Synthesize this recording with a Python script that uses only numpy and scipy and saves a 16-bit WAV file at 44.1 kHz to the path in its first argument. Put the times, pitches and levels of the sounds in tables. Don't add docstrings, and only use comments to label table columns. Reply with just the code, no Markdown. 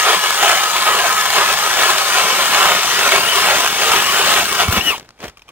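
import sys
import numpy as np
from scipy import signal
from scipy.fft import rfft, irfft, next_fast_len
from scipy.io import wavfile
from scipy.ndimage import uniform_filter1d, map_coordinates

SR = 44100
rng = np.random.default_rng(int(sys.argv[2]) if len(sys.argv) > 2 else 0)


def transcribe(signal):
    frames = np.atleast_2d(signal).T
    limited = np.clip(frames, -1, 1)
    pcm = np.round(limited * 32767).astype(np.int16)
    wavfile.write(sys.argv[1], SR, pcm)


N = 242991


def amp(db):
    return 10 ** (np.asarray(db) / 20)


def unit(x):
    return x / np.sqrt(np.mean(x ** 2) + 1e-20)


def along(points, hz):
    f, *columns = np.transpose(points)
    return np.squeeze([np.interp(np.log(hz + 1), np.log(f + 1), column) for column in columns])


def curves(rows):
    s, *columns = np.transpose(rows)
    return [np.interp(np.arange(N) / SR, s, column) for column in columns]


def until(end, fade):
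    late = np.maximum(np.arange(N) / SR - end, 0)
    return amp(-60 * late / fade)


def wobble(rate):
    knots = rng.standard_normal(int(N * rate / SR) + 4)
    return map_coordinates(knots, [np.arange(N) * rate / SR])


def filtered(x, response):
    m = next_fast_len(N + SR // 2)
    spectrum = rfft(x, m) * response(np.fft.rfftfreq(m, 1 / SR))
    return irfft(spectrum, m)[..., :N]


def add(track, s, sound):
    part = track[..., round(s * SR):][..., :sound.shape[-1]]
    part += sound[..., :part.shape[-1]]


def swells(rows):
    t = np.arange(N) / SR
    power = 0
    for s, db, rise, fall in rows:
        drop_db = 20 * np.maximum((s - t) / rise, (t - s) / fall)
        power = power + amp(db - drop_db) ** 2
    return np.sqrt(power)


def band(pair, low_hz, high_hz):
    def under(hz, edge):
        return 1 / (1 + (hz / edge) ** 12)
    return unit(filtered(pair, lambda hz: under(hz, high_hz) - under(hz, low_hz)))


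def fractures(rate, spread_db, life, bed):
    happens = rng.random(N) < rate / SR
    sizes = happens * amp(spread_db * np.minimum(rng.standard_normal(N), 2.5))
    power = signal.lfilter([1], [1, -np.exp(-2 / (life * SR))], sizes ** 2)
    return unit(rng.standard_normal((2, N)) * np.sqrt(abs(bed) + power / power.mean()))


# start in seconds, length in seconds, load at entry, load at exit (1 = a full bite).
BITE_LOADS = [(0.032, .11, 0.86, 1.05), (0.221, .043, .3, 0.373), (0.391, .16, 1.08, .42),
              (.727, .08, 0.73, 0.37), (0.844, 0.156, 1.29, 0.49), (1.025, 0.0277, .5, 0.66),
              (1.333, .1, .9, 1.014), (1.474, .056, 0.99, 0.46), (1.625, .03, .5, 0.44),
              (1.763, .14, 1.05, 0.632), (2.135, .29, .68, 0.218), (2.501, .22, 0.503, 0.858),
              (2.946, .115, 0.656, 0.586), (3.094, .088, 1.1, 0.544), (3.348, .035, 0.61, .75),
              (3.405, .145, 0.301, 0.933), (3.79, .19, 0.353, .8), (4.165, .035, 0.634, .7),
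              (4.226, 0.168, 0.398, 0.788), (4.578, .04, 1, 1.2), (4.7, .025, .6, .7),
              (4.741, .035, .9, 1.55)]
GRIP_S, LET_GO_S = .03, .04


def load():
    t = np.arange(N) / SR
    loads = []
    for start, length, first, last in BITE_LOADS:
        grip = np.minimum((t - start) / GRIP_S, 1 - (t - start - length) / LET_GO_S)
        loads.append(np.clip(grip, 0, 1) * np.interp(t, [start, start + length], [first, last]))
    return np.max(loads, axis=0)


INERTIA_S = .055


def lagging(bite):
    keep = np.exp(-1 / (INERTIA_S * SR))
    return signal.lfilter([1 - keep], [1, -keep], bite)


# frequency in Hz, level in dB per Hz.
SCRAPE_COLOUR = [(30, -31.5), (75, -22.5), (135, -23.5), (280, -19.5), (340, -9), (520, -7.5), (700, 0),
                 (1400, -1.5), (2050, -6), (3000, -2), (4300, -6), (7500, -9.5), (11000, -16),
                 (15600, -12.5)]
# frequency in Hz, width in Hz, lift when free in dB, lift when sunk in dB.
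STEEL_MODES = [(94, 31, 7, 2), (187.3, 32.3, 11, 7.5), (396.8, 85, 4.5, 8), (818.5, 65, 2, 1.5),
               (1032.1, 61.5, 9, 4.5), (1263.3, 49.2, 10, 4.5), (1365, 124, 2, 3), (1707.2, 66.7, 9.5, 1),
               (1887.4, 73, 4, 4), (2231, 60, 7.5, 7), (2853, 51, 0.5, -4), (3569, 80, -1.5, 1),
               (5150, 83, 1.5, 3), (6056, 150, 3.5, 2), (6473, 110, 5.5, 2), (7157, 106, 5.5, 2),
               (8450, 120, 7, 2.5), (9866, 114, 6.5, -1)]


def steel(hz, depth):
    lift_db = 0
    for centre, width, free_db, sunk_db in STEEL_MODES:
        peak_db = free_db + (sunk_db - free_db) * depth
        lift_db = lift_db + peak_db / (1 + (2 * (hz - centre) / width) ** 2)
    return amp(along(SCRAPE_COLOUR, hz.ravel())[:, None] + lift_db)


def auger(pair, patchy_db):
    hz, t, z = signal.stft(pair, SR, nperseg=2048)
    field = rng.standard_normal(z.shape[1:])
    field = uniform_filter1d(field, size=5, axis=0)
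    field = uniform_filter1d(field, size=4, axis=1)
    depth = np.clip((t - 1.2) / 1.96, 0, 1)
    coloured = z * steel(hz[:, None], depth) * amp(patchy_db * unit(field))
    return signal.istft(coloured, SR, nperseg=2048)[1][:, :N]


# time in seconds, level in dB.
FEED_LEVEL = [(0, -0.26), (.12, -0.5), (.19, -2.5), (.5, 0.36), (.66, -2.3), (1.2, -1.35), (2.05, -0.27),
              (2.55, 0.55), (2.85, -0.56), (3.3, 0.31), (3.65, -0.5), (3.74, -2.5), (3.84, 0.31),
              (4.39, 0.63), (4.46, -3.5), (4.62, -1.82), (4.69, -7.5), (4.77, -4.5), (4.83, -10.5),
              (4.91, -6.5), (4.98, -20.5)]
GROWL_DB, GROWL_BITE_DB = -28.5, 8
SCRAPE_DB, SCRAPE_BITE_DB = -18.5, 5.5
SPRAY_DB, SPRAY_BITE_DB = -19, 1.72
RUMBLE_DB, RUMBLE_BITE_DB = -49, 7
RUMBLE_DB_PER_S = 2.5


def blades(bite):
    feed_db, = curves(FEED_LEVEL)
    t = np.arange(N) / SR
    cracks = fractures(rate=260, spread_db=4.5, life=.0014, bed=3.5)
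    cracks = cracks * amp(0.417 * wobble(45))
    body = auger(cracks, patchy_db=2.5) * amp(feed_db + 0.31 * wobble(22))
    growl = amp(GROWL_DB + GROWL_BITE_DB * bite) * band(body, low_hz=328.1, high_hz=876)
    scrape = amp(SCRAPE_DB + SCRAPE_BITE_DB * bite) * band(body, low_hz=952.7, high_hz=3756)
    chip_noise = band(auger(cracks, patchy_db=3.0), low_hz=3704, high_hz=17950)
    spray = amp(SPRAY_DB + SPRAY_BITE_DB * bite + feed_db) * chip_noise
    heaves = auger(fractures(rate=150, spread_db=4.5, life=0.00396, bed=1.43), patchy_db=0.5)
    rumble_db = RUMBLE_DB + RUMBLE_BITE_DB * lagging(bite) + RUMBLE_DB_PER_S * t
    rumble = amp(rumble_db) * band(heaves, low_hz=26, high_hz=302.3)
    return (growl + scrape + spray) * until(4.98, fade=.06) + rumble * until(4.787, fade=0.767)


# time in seconds, peak level in dB, rise in seconds, fall in seconds (both over 20 dB).
REV_SWELLS = [(3.33, -26, .5, 0.05), (4.1, -27.5, 0.39, 0.03)]
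# time in seconds, shaft speed in Hz, whine level in dB.
RUN_OUT_COURSE = [(4.7, 315, -40.5), (4.755, 374.7, -29), (4.8, 311, -35.5), (4.812, 342.5, -20.5),
                  (4.825, 375.1, -32), (4.85, 382.5, -32.5), (4.875, 364, -19.5), (4.9, 349, -19),
                  (4.93, 285, -30), (4.955, 194, -46.5), (5.0, 109.5, -60)]
FREE_HZ, SAG_HZ = 379.8, 94.09
WHINE_DB, WHINE_DB_PER_S, WHINE_BITE_DB = -41.5, 2, -1.5
WHINE_PER_FEED = 2


def motor(bite):
    t, drag = np.arange(N) / SR, lagging(bite)
    feed_db, = curves(FEED_LEVEL)
    steady = amp(WHINE_DB + WHINE_DB_PER_S * t + WHINE_BITE_DB * drag + WHINE_PER_FEED * feed_db)
    whine_db = 20 * np.log10(np.hypot(steady, swells(REV_SWELLS)))
    cutting = [FREE_HZ - SAG_HZ * drag, whine_db]
    return np.where(t < RUN_OUT_COURSE[0][0], cutting, curves(RUN_OUT_COURSE))


def mesh(tones, shaft_hz, rough, play, flutter_db):
    waver = .009 * wobble(130) + .008 * wobble(30)
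    angle = 2 * np.pi * np.cumsum(shaft_hz * (1 + rough * waver)) / SR

    def tone(multiple):
        phase = multiple * angle + play * rough * wobble(600)
        return np.sin(phase) * amp(flutter_db * rough * wobble(110))
    return unit(np.array([sum(amp(db) * tone(multiple) for multiple, db in tones) for _ in range(2)]))


# multiple of the shaft speed, relative level in dB.
DRIVE_GEARS = [(4, -11), (5, -2), (8, 2.5), (9, -18.5), (16, -8)]
# multiple of the shaft speed, relative level in dB.
BRAKING_GEARS = [(4, 3), (5, -10), (9, -14.5)]
# time in seconds, squeal level in dB (1 dB is added on playing), rasp level in dB.
BRAKE_LEVELS = [(4.85, -55, -60), (4.872, -27, -35), (4.9, -27, -36), (4.92, -25.5, -37), (4.945, -29, -30),
                (4.968, -41, -30), (4.985, -55, -52), (5.0, -70, -70)]
# frequency in Hz, level in dB per Hz.
RASP_COLOUR = [(1500, -36.5), (2400, 2), (2800, 5.5), (3300, -1), (4200, -25), (5900, -14), (7500, -35)]
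# frequency in Hz, gain in dB.
HOUSING_GAIN = [(400, -27.5), (850, 2), (1200, 4), (1550, -27), (1800, 2), (2200, 6), (2800, 8), (3300, 6),
                (4200, -14), (5900, 3.5), (8000, -14)]
STRAIN_DB, STRAIN_BITE_DB = -42.5, 12


def drill(bite):
    shaft_hz, whine_db = motor(bite)
    squeal_db, rasp_db = curves(BRAKE_LEVELS)
    feed_db, = curves(FEED_LEVEL)
    rough = .6 + .45 * amp(feed_db) + .35 * bite
    driving = amp(whine_db) * mesh(DRIVE_GEARS, shaft_hz, rough, play=.6, flutter_db=2.3)
    groan = mesh(DRIVE_GEARS[:1], shaft_hz, rough, play=0.57, flutter_db=6)
    straining = amp(STRAIN_DB + STRAIN_BITE_DB * bite) * groan * until(4.7, fade=.1)
    braking = amp(squeal_db + 1) * mesh(BRAKING_GEARS, shaft_hz, rough, play=.7, flutter_db=2.3)
    rasp_noise = filtered(rng.standard_normal((2, N)), lambda hz: amp(along(RASP_COLOUR, hz)))
    rasp = amp(rasp_db) * unit(rasp_noise)
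    gears = filtered(driving + straining + braking, lambda hz: amp(along(HOUSING_GAIN, hz)))
    return (gears + rasp) * until(5.0, fade=0.048)


# frequency in Hz, level in dB per Hz.
AIR_COLOUR = [(18, -32), (30, 4), (315, -14.5), (546, -15.5), (728, -9.5), (3070, -21), (3490, -18.5),
              (5040, -20.5), (15500, -39)]


def air():
    hush = filtered(rng.standard_normal((2, N)), lambda hz: amp(along(AIR_COLOUR, hz)))
    return amp(-55.5) * unit(hush)


# start in seconds, level in dB before the half-sine envelope, pitch in Hz, length in seconds.
WATER_THUMPS = [(4.68, -9.5, 88.47, 0.0285), (4.68, -17.5, 189.8, 0.015), (4.768, -17.5, 201, 0.0203),
                (4.773, -22, 80, 0.0277), (5.234, -33, 254.5, 0.0127), (5.24, -41.5, 90, 0.033),
                (5.262, -39, 60, 0.047)]
# time in seconds, peak level in dB, rise in seconds, fall in seconds (both over 20 dB).
SLUSH_SWELLS = [(4.782, -22, 0.14, 0.04), (4.895, -27, 0.142, 0.07), (5.01, -42, .05, .13),
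                (5.241, -26, .042, 0.0624), (5.283, -38, 0.059, .05), (5.505, -47, .07, 1.88)]
# frequency in Hz, level in dB per Hz.
SLUSH_COLOUR = [(30, -24.5), (55, -13.5), (250, -11.5), (420, -8), (700, -10.5), (1100, -14.5), (2400, -15),
                (3600, -20), (7000, -27), (10500, -35.5), (15500, -33.5)]


def plunge():
    swings = np.zeros((2, N))
    for s, db, hz, length in WATER_THUMPS:
        t = np.arange(int(length * SR)) / SR
        swing = -amp(db) * np.sin(np.pi * t / length) * np.sin(2 * np.pi * hz * t)
        add(swings[0], s, swing)
    splashes = fractures(rate=450, spread_db=6, life=0.00178, bed=0.67)
    churn = unit(filtered(splashes, lambda hz: amp(along(SLUSH_COLOUR, hz))))
    return swings + swells(SLUSH_SWELLS) * churn


# time in seconds, peak level in dB, rise in seconds, fall in seconds (both over 20 dB).
FIZZ_SWELLS = [(4.729, -15, 0.026, 0.027), (4.78, -21, .08, 0.0027), (4.893, -21.5, 0.15, 0.0654),
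               (5.245, -45, .03, .04), (5.283, -40.5, .03, 0.01)]
# frequency in Hz, level in dB per Hz.
FIZZ_COLOUR = [(2500, -27.5), (5000, -8), (9000, -7.5), (12500, -1.5), (15500, -1.5)]


def fizz():
    drops = fractures(rate=1200, spread_db=3, life=.001, bed=1.2)
    return swells(FIZZ_SWELLS) * unit(filtered(drops, lambda hz: amp(along(FIZZ_COLOUR, hz))))


# start in seconds, relative level in dB, 60 dB decay time in seconds.
ICE_CHIPS = [(4.726, -6, 0.05), (4.779, -8.5, .04), (4.9802, -18.5, 0.026), (4.997, -19, 0.018),
             (5.0649, -45.5, .014), (5.0902, -23, 0.0092), (5.106, -27.5, 0.0126), (5.2037, -24.5, 0.0207),
             (5.2405, -18.5, 0.0203), (5.282, -24, 0.0266), (5.297, -24.5, 0.0143), (5.382, -34, 0.0132)]
# frequency in Hz, level in dB per Hz.
BRITTLE_COLOUR = [(300, 1), (1200, 6), (3000, 0), (6000, 1.5), (9000, -10), (15500, -24)]


def chips():
    ticks, t = np.zeros((2, N)), np.arange(SR // 20) / SR
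    for s, db, t60 in ICE_CHIPS:
        add(ticks, s, amp(db - 3 - 60 * t / t60) * rng.standard_normal((2, len(t))))
    return filtered(ticks, lambda hz: amp(along(BRITTLE_COLOUR, hz)))


# start in seconds, relative level in dB, extra level in dB of the modes below 2000 Hz.
HANDLE_KNOCKS = [(5.189, -35, -0.5), (5.233, -26.5, 8.5), (5.28, -23.5, -8), (5.371, -27, 1),
                 (5.393, -33.5, -5.5), (5.419, -30, -15), (5.481, -31, -6), (5.489, -27, 5)]
# frequency in Hz, relative level in dB, 60 dB decay time in seconds.
HANDLE_MODES = [(1136, -2, 0.0343), (2407, 4, 0.021), (2795, -4.5, .02), (3146, -1, .025),
                (3835, -6, 0.016), (5250, -5, 0.022), (5940, -3, 0.0148)]


def handle():
    knocks, t = np.zeros((2, N)), np.arange(SR // 10) / SR
    for s, db, low_db in HANDLE_KNOCKS:
        ring = 0
        for hz, level_db, t60 in HANDLE_MODES:
            mode_db = level_db + low_db * (hz < 2000) + rng.normal(0, 3.0)
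            cycles = hz * rng.normal(1, 0.0306) * t + rng.random((2, 1))
            ring = ring + amp(mode_db - 60 * t / t60) * np.sin(2 * np.pi * cycles)
        grit = signal.lfilter([1], [1, -.6], rng.standard_normal((2, len(t))))
        scuff = 0.475 * amp(-60 * t / 0.0424) * grit
        onset = 1 - np.exp(-t / 0.00089)
        add(knocks, s, amp(db - 8) * (ring + scuff) * onset)
    return knocks


# frequency in Hz, left minus right in dB, left lag in radians, likeness from 0 to 1.
MICROPHONE_PORTS = [(100, -.5, .07, .98), (700, -.7, .45, .99), (1500, -1.6, .85, .91),
                    (2400, -.3, 1.0, .79), (3400, 4.1, 1.0, .64), (4300, 6.8, 3.0, .5),
                    (5500, 5.5, 3.6, .61), (6700, 9.7, 4.1, .47), (8000, 3.2, 4.3, .37),
                    (9200, 1.4, 6.6, .42), (11000, -.5, 6.8, .23), (13000, 3.9, 9.1, .26),
                    (15000, 6, 10.5, .18)]


def microphones(pair):
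    def mix(hz):
        tilt_db, lag, alike = along(MICROPHONE_PORTS, hz)
        turn = np.arccos(np.clip(alike, 0, 1)) / 2
        gain = np.array([amp(tilt_db) * np.exp(-1j * lag), np.ones_like(hz)])
        gain = gain * np.sqrt(2 / (1 + amp(tilt_db) ** 2))
        waves = np.array([[np.cos(turn), np.sin(turn)], [np.cos(turn), -np.sin(turn)]])
        return gain[:, None] * waves
    return filtered(pair, mix).sum(axis=1)


def scene():
    bite = load()
    return microphones(blades(bite) + drill(bite) + air() + plunge() + fizz() + chips() + handle())


TOP_HZ = 15780


def record(dry):
    rounded = dry / (1 + np.abs(dry) ** 8) ** (1 / 8)
    return filtered(rounded, lambda hz: 1 / (1 + (hz / TOP_HZ) ** 400))


dry = scene()
out = record(dry)
transcribe(out)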